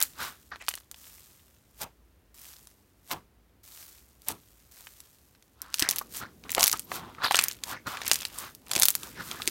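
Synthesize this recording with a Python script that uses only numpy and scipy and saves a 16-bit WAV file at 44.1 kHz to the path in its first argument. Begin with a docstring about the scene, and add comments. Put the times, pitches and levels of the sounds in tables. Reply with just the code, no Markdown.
"""A fist crushes crunchy slime close up, with a squelch and sharp pops, then its fingers peel off.
A perforated metal spoon is pressed in four times, then the slime is kneaded again.
Pops are short bursts of noise, fizz and crackle are crowds of tiny bursts, and squelches are sputtering air
in ringing hollows. The spoon fizzes softly as it sinks in and rips with a short smack as it is pulled off.
Low thuds and rumble of the handling and the faint air of a small, quiet room lie beneath."""
import sys
import numpy as np
from scipy import signal
from scipy.fft import rfft, irfft
from scipy.io import wavfile

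SR = 44100
rng = np.random.default_rng(int(sys.argv[2]) if len(sys.argv) > 2 else 0)


def log_audio(samples):
    """Write samples as a 16-bit WAV file to the path given in sys.argv[1]."""
    # one column per channel
    frames = np.atleast_2d(samples).T
    # limit to full scale, then quantise
    limited = np.clip(frames, -1, 1)
    pcm = np.round(limited * 32767).astype(np.int16)
    wavfile.write(sys.argv[1], SR, pcm)


N = 418950
TIME = np.arange(N) / SR
EDGE_HZ = 16100  # top of the band that is kept


def amp(db):
    """Decibels to gain."""
    return 10 ** (np.asarray(db) / 20)


def unit(x):
    """Scales to rms 1."""
    return x / np.sqrt(np.mean(x ** 2) + 1e-20)


def level(rows):
    """Gain at every sample, drawn as straight lines in dB between (seconds, dB) rows."""
    return amp(np.interp(TIME, *np.transpose(rows)))


def add(mix, s, sound):
    """Mixes a sound in at time s in seconds."""
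    part = mix[max(round(s * SR), 0):][:len(sound)]
    part += sound[:len(part)]


def colour(x, points):
    """Filters x by the curve through (Hz, dB) points, then scales it to rms 1."""
    hz, db = np.transpose(points)
    bins = np.fft.rfftfreq(N, 1 / SR)
    gain = amp(np.interp(np.log(bins + 1), np.log(hz), db))
    return unit(irfft(rfft(x) * gain, N))


def grains(per_s, spread_db):
    """Random tiny clicks, mostly small with a few large ones; rms 1."""
    size = amp(spread_db * np.minimum(rng.exponential(1, N), 4.5))
    sign = rng.choice([-1, 1], N)
    present = rng.random(N) < per_s / SR
    return unit(size * sign * present)


def swell(start, peak, end, ends_db, shape):
    """Gain that is 1 at the peak and normally ends_db lower at start and end, with faint tails beyond."""
    before = (peak - TIME) / max(peak - start, .002)
    after = (TIME - peak) / max(end - peak, .002)
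    away = np.maximum(before, after)
    return amp(-ends_db * away ** shape) * (away < 2)


def cavity(x, hz, width_hz):
    """A soft hollow ringing at hz (which may glide), with steep skirts; rms 1."""
    turn = np.exp(2j * np.pi * np.cumsum(hz * np.ones(len(x))) / SR)
    # shift the ringing pitch down to zero, smooth, then shift it back up
    smooth = signal.lfilter(*signal.butter(2, width_hz / 2, fs=SR), x / turn)
    return unit((turn * smooth).real)


def burst(hz, tear_ms, ragged, ring_ms, ring_db, build=0.16, size=1024):
    """One bubble: the film starts to tear, snaps after 1 ms, and the open pocket rings for a moment."""
    ms = (np.arange(size) - SR // 1000) / SR * 1000  # the snap is at zero
    tear, scatter = rng.standard_normal((2, size))
    torn = 1 - np.exp(-ragged * tear_ms)  # quick bursts are nearly all snap
    tear = tear * np.exp(-(ms / tear_ms / np.where(ms < 0, build, 1)) ** 2)
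    snap = unit(1. * (ms == 0))
    drive = np.sqrt(1 - torn) * snap + np.sqrt(torn) * unit(tear)
    # the open pocket rings at four scattered pitches, roughened by noise
    modes = np.minimum(hz * np.exp(.55 * rng.standard_normal(size=(4, 1))), EDGE_HZ)
    ring = unit(np.sin(2 * np.pi * modes * TIME[:size]).sum(0)) + scatter
    drive += amp(ring_db) * unit(ring * np.exp(-ms / ring_ms) * (ms > 0))
    # each bubble colours its burst with a broad band around hz
    bins = abs(np.fft.fftfreq(size, 1 / SR)) + 20
    log_gain = 0.88 * np.log(bins / hz)
    log_gain -= .5 * np.log(1 + (bins / hz) ** 5)
    log_gain -= np.log(1 + (bins / EDGE_HZ) ** 20)
    band = np.exp(np.conj(signal.hilbert(log_gain)))  # minimum phase: the band adds no sound ahead of the drive
    return unit(np.fft.ifft(np.fft.fft(drive) * band).real) / np.sqrt(ms[-1])


# The colour of the room's own air. Each row: frequency in Hz, relative strength in dB.
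AIR_COLOUR = [(20, -31), (40, -16.5), (56, 3), (80, -4), (130, -12), (300, -15), (600, -21.5),
              (2000, -28.5), (8000, -39.5), (16000, -35)]


def room_air(db=-63.5):
    """The steady, faint noise of the quiet room."""
    return amp(db) * colour(rng.standard_normal(N), AIR_COLOUR)


# How strongly the hands shift the mass on the table. Each row: time in seconds, level in dB.
HANDLING_LEVEL = [(0, -62.5), (.7, -75), (1, -74.5), (5.5, -76), (6.1, -56), (8.6, -60.5), (9.5, -52)]
# The colour of low pushes and thuds. Each row: frequency in Hz, relative strength in dB.
PUSH_COLOUR = [(20, -42), (64, -3), (120, -2.5), (280, -3.5), (500, -10), (1200, -32)]


def handling(thuds):
    """Low noise as the hands move the mass, and as lifted slime drops back."""
    return (level(HANDLING_LEVEL) + thuds) * colour(rng.standard_normal(N), PUSH_COLOUR)


# Air pushed through a fold. Each row: start, peak and end in seconds, level in dB, cavity pitch in Hz,
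# pitch glide in octaves to either side of the peak, level of the low push in dB before its 2 dB cut.
FOLD_SQUELCHES = [(0, 0.003, 0.051, -36.5, 1890, -0.13, -68),
                  (0.173, 0.218, .32, -34.5, 1390, 0.00069, -47.5),
                  (0.514, 0.523, 0.56, -35, 1500, 0.044, -57), (0.6, .614, 0.65, -42.5, 2500, -0.14, -69),
                  (5.574, 5.65, 5.82, -52.5, 1350, .2, -62), (5.82, 5.818, 5.91, -31, 1700, 0.089, -52),
                  (5.84, 5.942, 6.06, -51, 1090, 0.18, -54), (6.201, 6.219, 6.28, -36, 1380, 0.074, -45),
                  (6.445, 6.45, 6.55, -50.5, 1200, -0.12, -48), (6.562, 6.579, 6.66, -26, 740, 0.15, -58),
                  (6.615, 6.623, 6.67, -37, 1090, -0.15, -50), (6.728, 6.735, 6.77, -36, 1130, -0, -41.5),
                  (6.884, 6.954, 7.19, -41.5, 1030, 0.096, -44.5),
                  (7.205, 7.245, 7.277, -26, 1340, .08, -52),
                  (7.234, 7.246, 7.32, -27.5, 4001, -0.053, -57),
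                  (7.327, 7.366, 7.5, -34.5, 1920, 0.12, -47),
                  (7.657, 7.736, 7.79, -35.5, 1341, 0.77, -46.5),
                  (7.86, 7.873, 7.9, -33, 1339, -0.06, -35.5), (7.875, 7.93, 8.06, -37, 1260, -0.094, -64),
                  (7.985, 8.08, 8.28, -42.5, 2340, 0.22, -50.5), (8.31, 8.45, 8.52, -42.5, 1260, 0.44, -51),
                  (8.693, 8.797, 8.85, -37.5, 770, 0.074, -46), (8.97, 9.055, 9.17, -50.5, 1310, 0.19, -51),
                  (9.153, 9.205, 9.24, -38, 1550, -.35, -42.5), (9.208, 9.334, 9.55, -45.5, 1414, 0.2, -51)]
# The colour of a rustling fold. Each row: frequency in Hz, relative strength in dB.
FOLD_COLOUR = [(100, -33), (450, -5.5), (1000, 5), (2400, -4.5), (4000, -14.5), (12000, -36.5)]
SUCK_LEAD_S, SUCK_LAG_S, SUCK_END_S = 0.013, 0.0066, 0.068  # air rushes in under the spoon
SUCK_PUSH_DB = -19.5  # push of that air relative to the hollow, before the same cut


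def squelches(width_hz=300, widening=.17, cavity_db=-2, upper_db=-15, fold_db=-8, push_db=-2,
              suck_glide=0.19, wobble=0.15, wobble_s=.009):
    """Sputtering air rings each fold, or the hollow under the spoon, as the mass thuds; also gives the airflow."""
    out, flow = np.zeros((2, N))
    sputter = grains(per_s=3000, spread_db=4.0)
    rustle = colour(grains(per_s=3000, spread_db=6.5), FOLD_COLOUR)
    push = colour(rng.standard_normal(N), PUSH_COLOUR)
    # the soft walls shake, so the pitch wavers
    drift = signal.fftconvolve(rng.standard_normal(N), np.hanning(int(2 * wobble_s * SR)), "same")
    trembling = 2 ** (wobble * unit(drift))
    sucks = [(s - SUCK_LEAD_S, s + SUCK_LAG_S, s + SUCK_END_S, db, hz, suck_glide, db + SUCK_PUSH_DB)
             for s, _, _, db, hz, _ in SPOON_PULLS]
    for start, peak, end, db, hz, glide, low_db in FOLD_SQUELCHES + sucks:
        air = swell(start, peak, end, ends_db=18.0, shape=1.4)
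        now = air > 0
        # the pitch glides as the cavity shrinks or opens
        progress = np.tanh(2 * (TIME[now] - peak) / (end - start))
        pitch = hz * trembling[now] * 2 ** (glide * progress)
        third = 3 * pitch  # closed at one end, it also rings three times higher
        width = width_hz + widening * hz  # soft walls damp it heavily
        hollow = amp(cavity_db) * cavity(sputter[now], pitch, width)
        hollow += amp(upper_db) * cavity(sputter[now], third, 2 * width)
        fold = amp(db) * (hollow + amp(fold_db) * rustle[now])
        out[now] += air[now] * (fold + amp(low_db + push_db) * push[now])
        flow += air * amp(db)
    return out, flow


# The fist closes and crushes the foam. Each row: start, peak and end in seconds, crushing level in dB.
FIST_SQUEEZES = [(0, 0.014, .06, -37), (0.598, .7, 0.83, -53), (5.7, 5.83, 5.85, -42),
                 (5.888, 5.905, 6.04, -43.5), (6.515, 6.64, 6.78, -36), (7.306, 7.383, 7.553, -39),
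                 (7.98, 8.12, 8.34, -39.5), (8.683, 8.835, 8.97, -37.5), (9.43, 9.5, 12.4, -39.5)]


def squeezing():
    """Crushing of the foam as the fist tightens and relaxes."""
    return sum(amp(db) * swell(start, peak, end, ends_db=17.5, shape=1.7)
               for start, peak, end, db in FIST_SQUEEZES)


# The foam keeps fizzing faintly as it settles. Each row: time in seconds, level in dB.
SETTLING_LEVEL = [(0, -55), (.9, -71.5), (2.1, -81), (4.27, -82.5), (4.33, -65), (4.68, -63.5), (4.8, -77),
                  (5.57, -76), (5.7, -72), (6.4, -69), (7.1, -64), (9.5, -73)]


def settling():
    """A faint, slowly changing fizz level between the louder events."""
    return level(SETTLING_LEVEL)


# The colour of crisp fizz. Each row: frequency in Hz, relative strength in dB.
CRISP_COLOUR = [(150, -29.5), (600, -10), (1200, -4.5), (2500, -6.5), (6000, -1.5), (9000, -1), (10500, -4),
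                (12200, 1.5), (16000, -2.5)]
# The colour of dull, wet fizz. Each row: frequency in Hz, relative strength in dB.
DULL_COLOUR = [(150, -24), (600, -11), (1500, 3), (3900, 4), (6000, -2.5), (9000, -13), (16000, -20)]


def fizz(crush, flow, dry_db=0.5, wet_db=0):
    """Thousands of tiny bubbles: crisp under plain pressure, duller inside a squelching fold."""
    wet = flow ** 2 / (flow ** 2 + (1.37 * crush) ** 2)  # share of dull fizz, 0 to 1
    crisp = colour(grains(per_s=6200, spread_db=4.5), CRISP_COLOUR)
    dull = colour(grains(per_s=6000, spread_db=2.5), DULL_COLOUR)
    return crush * (amp(dry_db) * np.sqrt(1 - wet) * crisp + amp(wet_db) * np.sqrt(wet) * dull)


def crackle(crush, per_s, gain_db, spread_db, low_hz=2600, high_hz=16000, count=64):
    """Smaller bubbles burst at random, louder the harder the foam is being crushed."""
    out = np.zeros(N)
    bubbles = [burst(hz, tear_ms=0.45, ragged=2, ring_ms=1.1, ring_db=-7.5, build=.5)
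               for hz in np.geomspace(low_hz, high_hz, count)]
    for when, large, which in rng.random(size=(3000, 3))[:int(per_s * N / SR)]:
        db = gain_db + spread_db * min(-np.log(1 - large), 3)
        bubble = bubbles[int(which * count)]
        add(out, when * N / SR, crush[int(when * N)] * amp(db) * bubble)
    return out


def pop(db, hz, tear_cycles=7.44):
    """A large bubble; the duller, larger ones tear for longer."""
    tear_ms = 1000 * tear_cycles / (hz + 1000) * np.exp(rng.uniform(-.4, .4))
    return amp(db) * burst(hz, tear_ms, ragged=2.27, ring_ms=2.6, ring_db=-7.0)


# Bubbles loud enough to stand out. Each row: time of the snap in seconds, level in dB before pops()
# lifts it by 1 dB, frequency in Hz around which the burst is brightest.
LOUD_BUBBLES = [(0.004, -22.5, 12900), (0.0146, -19, 13500), (0.026, -11, 17450), (0.033, -16.5, 15900),
                (0.5587, -36.5, 1850), (0.624, -41.5, 2380), (0.6836, -17.5, 3090), (0.6889, -18.5, 13000),
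                (0.7123, -36, 3000), (0.739, -29.5, 2830), (0.754, -30, 10000), (0.7763, -38.5, 2270),
                (0.9142, -33, 13100), (0.944, -40.5, 3460), (1.8143, -32, 6130), (2.6718, -41.5, 8050),
                (3.113, -24.5, 3110), (4.2195, -46, 12700), (4.2849, -17.5, 11500), (4.8707, -37, 2230),
                (5.0038, -38, 9100), (5.35, -53, 2520), (5.425, -50, 5400), (5.618, -26.5, 12230),
                (5.7423, -17, 6100), (5.7954, -15.5, 6860), (5.8, -19, 9000), (5.824, -12.5, 4540),
                (5.8895, -12, 5850), (5.9002, -24, 8540), (5.911, -14.5, 9970), (5.9609, -23, 14600),
                (5.9848, -20, 15450), (5.99, -23.5, 16600), (6.4384, -41, 3000), (6.4939, -28.5, 2730),
                (6.5053, -28, 8900), (6.5179, -19.5, 16500), (6.5491, -15.5, 10030), (6.5803, -15.5, 1330),
                (6.596, -18, 7560), (6.608, -13.5, 6300), (6.6298, -7.5, 6040), (6.64, -6.5, 8870),
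                (6.66, -19.5, 6500), (6.6691, -14.5, 14800), (6.679, -10.5, 9650), (6.7155, -18, 11430),
                (6.7287, -14.5, 8380), (6.7952, -23.5, 9910), (6.9171, -22.5, 1610), (7.149, -41.5, 1940),
                (7.31, -12, 1370), (7.345, -10.5, 1920), (7.3215, -20.5, 5200), (7.3561, -13.5, 5670),
                (7.368, -15.5, 7200), (7.3898, -7.5, 3430), (7.378, -23.5, 3200), (7.439, -13, 16400),
                (7.413, -23, 11400), (7.4841, -18.5, 15750), (7.513, -28.5, 4960), (7.637, -22.5, 5260),
                (7.9712, -28, 2550), (8.0169, -27, 2450), (8.067, -24.5, 3840), (8.0795, -18.5, 10800),
                (8.1147, -7, 5030), (8.1338, -16, 11090), (8.1573, -20, 6770), (8.2517, -20.5, 4150),
                (8.3865, -25.5, 11560), (8.55, -37.5, 15800), (8.7146, -18, 4790), (8.7345, -20, 5850),
                (8.7529, -19, 5400), (8.7627, -14, 5420), (8.779, -23, 5090), (8.7983, -13, 11340),
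                (8.822, -9, 8500), (8.8328, -6.5, 6200), (8.855, -8, 16200), (8.8846, -7.5, 16000),
                (8.9047, -15, 15800), (8.9524, -15.5, 15700), (9.033, -30, 6324), (9.3134, -24.5, 3666),
                (9.4197, -24.5, 3870), (9.4758, -13.5, 6540)]


def pops(gain_db=1, neighbour_db=-13.5, neighbour_s=.0058, neighbour_pitch=1.25):
    """Each large bubble sets off a smaller neighbour a few milliseconds later."""
    out = np.zeros(N)
    for s, db, hz in LOUD_BUBBLES:
        start = s - .001  # the film tears for 1 ms before the snap
        add(out, start, pop(db + gain_db, hz))
        neighbour_start = start + neighbour_s * rng.uniform(.75, 1.25)
        add(out, neighbour_start, pop(db + neighbour_db, hz * neighbour_pitch))
    return out


def shaken(below_db=-24, fade_s=0.02):
    """Each large pop shakes the foam around it, which fizzes for a moment."""
    kicks = np.zeros(N)
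    for s, db, _ in LOUD_BUBBLES:
        kicks[round(s * SR)] += amp(db + below_db) ** 2
    return np.sqrt(signal.lfilter([1], [1, -np.exp(-2 / (fade_s * SR))], kicks + 1e-20))


# The fingers peel off the sticky mass to take a new grip.
# Each row: start, peak and end in seconds, tearing level in dB.
FINGER_PEELS = [(0.177, 0.223, 0.33, -37.5), (6.103, 6.172, 6.235, -37.5), (6.886, 6.958, 7.01, -39),
                (7.222, 7.24, 7.285, -35), (7.635, 7.712, 7.75, -39), (7.866, 7.868, 8.04, -41),
                (8.29, 8.405, 8.54, -43.5), (8.95, 9.04, 9.2, -47.5), (9.148, 9.25, 9.8, -46)]


def peeling():
    """Tearing of the foam as the fingers come away."""
    return sum(amp(db) * swell(start, peak, end, ends_db=22, shape=1.71)
               for start, peak, end, db in FINGER_PEELS)


# The spoon sinks in. Each row: first touch and hardest push in seconds, level in dB at the hardest push,
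# fade afterwards in dB per second.
SPOON_PRESSES = [(0.959, 1.07, -51.5, 40), (2.343, 2.486, -50, 70), (3.633, 3.817, -49, 62),
                 (4.712, 4.803, -53, 37)]
TOUCH_DB = -5.5  # fizz at first touch, relative to the hardest push


def pressing():
    """The fizz starts as the spoon touches, grows with the push and dies away as the slime yields."""
    out = np.zeros(N)
    for touch, push, db, fade in SPOON_PRESSES:
        growing_db = TOUCH_DB * (push - TIME) / (push - touch)
        fading_db = -fade * (TIME - push)
        out += amp(db + np.minimum(growing_db, fading_db)) * (TIME > touch)
    return out


# The spoon is pulled off. Each row: time the slime gives way in seconds, length of the rip in seconds,
# ripping level in dB, level of the hollow under the spoon in dB, hollow pitch in Hz, thud level in dB.
SPOON_PULLS = [(1.8127, 0.031, -34, -39.5, 780, -54), (3.112, 0.022, -31, -34.5, 951, -40.5),
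               (4.284, 0.041, -36.5, -38.5, 890, -43.5)]
STRETCH_DB, STRETCH_S = -6, .010  # the stretched slime fizzes more and more before it gives way
RIP_FADE_DB = -6  # then it rips across the spoon, fading by this much, and stops


def pulling(cusp=0.67):
    """The slime stretches under the lifted spoon, then rips off it."""
    out = np.zeros(N)
    for s, length, db, *_ in SPOON_PULLS:
        stretch = amp(STRETCH_DB) * np.exp(-(abs(TIME - s) / STRETCH_S) ** cusp)
        rip = amp(RIP_FADE_DB * abs(TIME - s) / length) * (TIME < s + length)
        out += amp(db) * np.where(TIME < s, stretch, rip)
    return out


def dropping(lag_s=0.022, end_s=0.084):
    """Thud levels as the lifted slime drops back on the table after each pull."""
    return sum(amp(db) * swell(s, s + lag_s, s + end_s, ends_db=16, shape=1.1)
               for s, *_, db in SPOON_PULLS)


# Large air pockets that ring as they open. 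Each row: start in seconds, level of the tone in dB,
# starting pitch in Hz, time to fade by 60 dB in seconds.
AIR_POCKETS = [(5.822, -23, 288, 0.036), (6.013, -27, 1106, 0.035), (6.58, -23.5, 872, 0.05),
               (6.733, -28.5, 1213, 0.06), (7.184, -32, 1240, 0.035), (8.765, -22.5, 333, 0.028),
               (9.4, -30, 1175, 0.032), (9.478, -28, 323.4, 0.028)]


def gulps(rise=0.14, flutter=0.49, width=0.77):
    """Damped tones that rise as the pocket opens, blurred by its fluttering skin."""
    out, t = np.zeros(N), TIME[:SR // 10]
    for s, db, hz, t60 in AIR_POCKETS:
        tone = np.sin(2 * np.pi * hz * t * (1 + rise * t / t60))
        skin = cavity(rng.standard_normal(len(t)), hz, width * hz)
        fade = np.exp(-np.log(1000) * t / t60)
        add(out, s, amp(db) * fade * (tone + flutter * skin))
    return out


def squeak(s=6.836, length=0.026, from_hz=10800, to_hz=14800, db=-47):
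    """A pinhole of air whistles upward."""
    t = np.arange(0, length, 1 / SR)
    out = np.zeros(N)
    add(out, s, amp(db) * np.hanning(len(t)) * signal.chirp(t, from_hz, length, to_hz))
    return out


def room(x, t60=0.26, wet_db=-21):
    """The faint, short tail of a small room, made of sparse random echoes that die away."""
    t = TIME[:SR // 2]
    sparse = rng.standard_normal(len(t)) * (rng.random(len(t)) < .2)
    taps = sparse * np.exp(-np.log(1000) * t / t60) * (t > .004)
    return x + amp(wet_db) * signal.fftconvolve(x, taps / np.linalg.norm(taps))[:N]


def scene(fist_fizz_db=-6.0):
    """Slime in the room, over the thuds and rumble of the handling and the room's own air."""
    fist = squeezing()
    gentle = peeling() + pressing() + pulling() + settling()
    crush = np.sqrt((amp(fist_fizz_db) * fist) ** 2 + gentle ** 2 + shaken() ** 2)
    folds, flow = squelches()
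    bubbles = crackle(fist, per_s=120, gain_db=7, spread_db=4)
    bubbles += crackle(gentle, per_s=130, gain_db=-5.5, spread_db=4.5)
    slime = pops() + gulps() + folds + fizz(crush, flow) + squeak() + bubbles
    return (room(slime) + handling(dropping()) + room_air())[None]


def record(dry):
    """The loudest snaps saturate softly; then a low-pass filter limits the band."""
    low_pass = signal.firwin(255, EDGE_HZ, window=("kaiser", 8), fs=SR)
    return signal.oaconvolve(np.tanh(dry), low_pass[None], "same")


dry = scene()
out = record(dry)
log_audio(out)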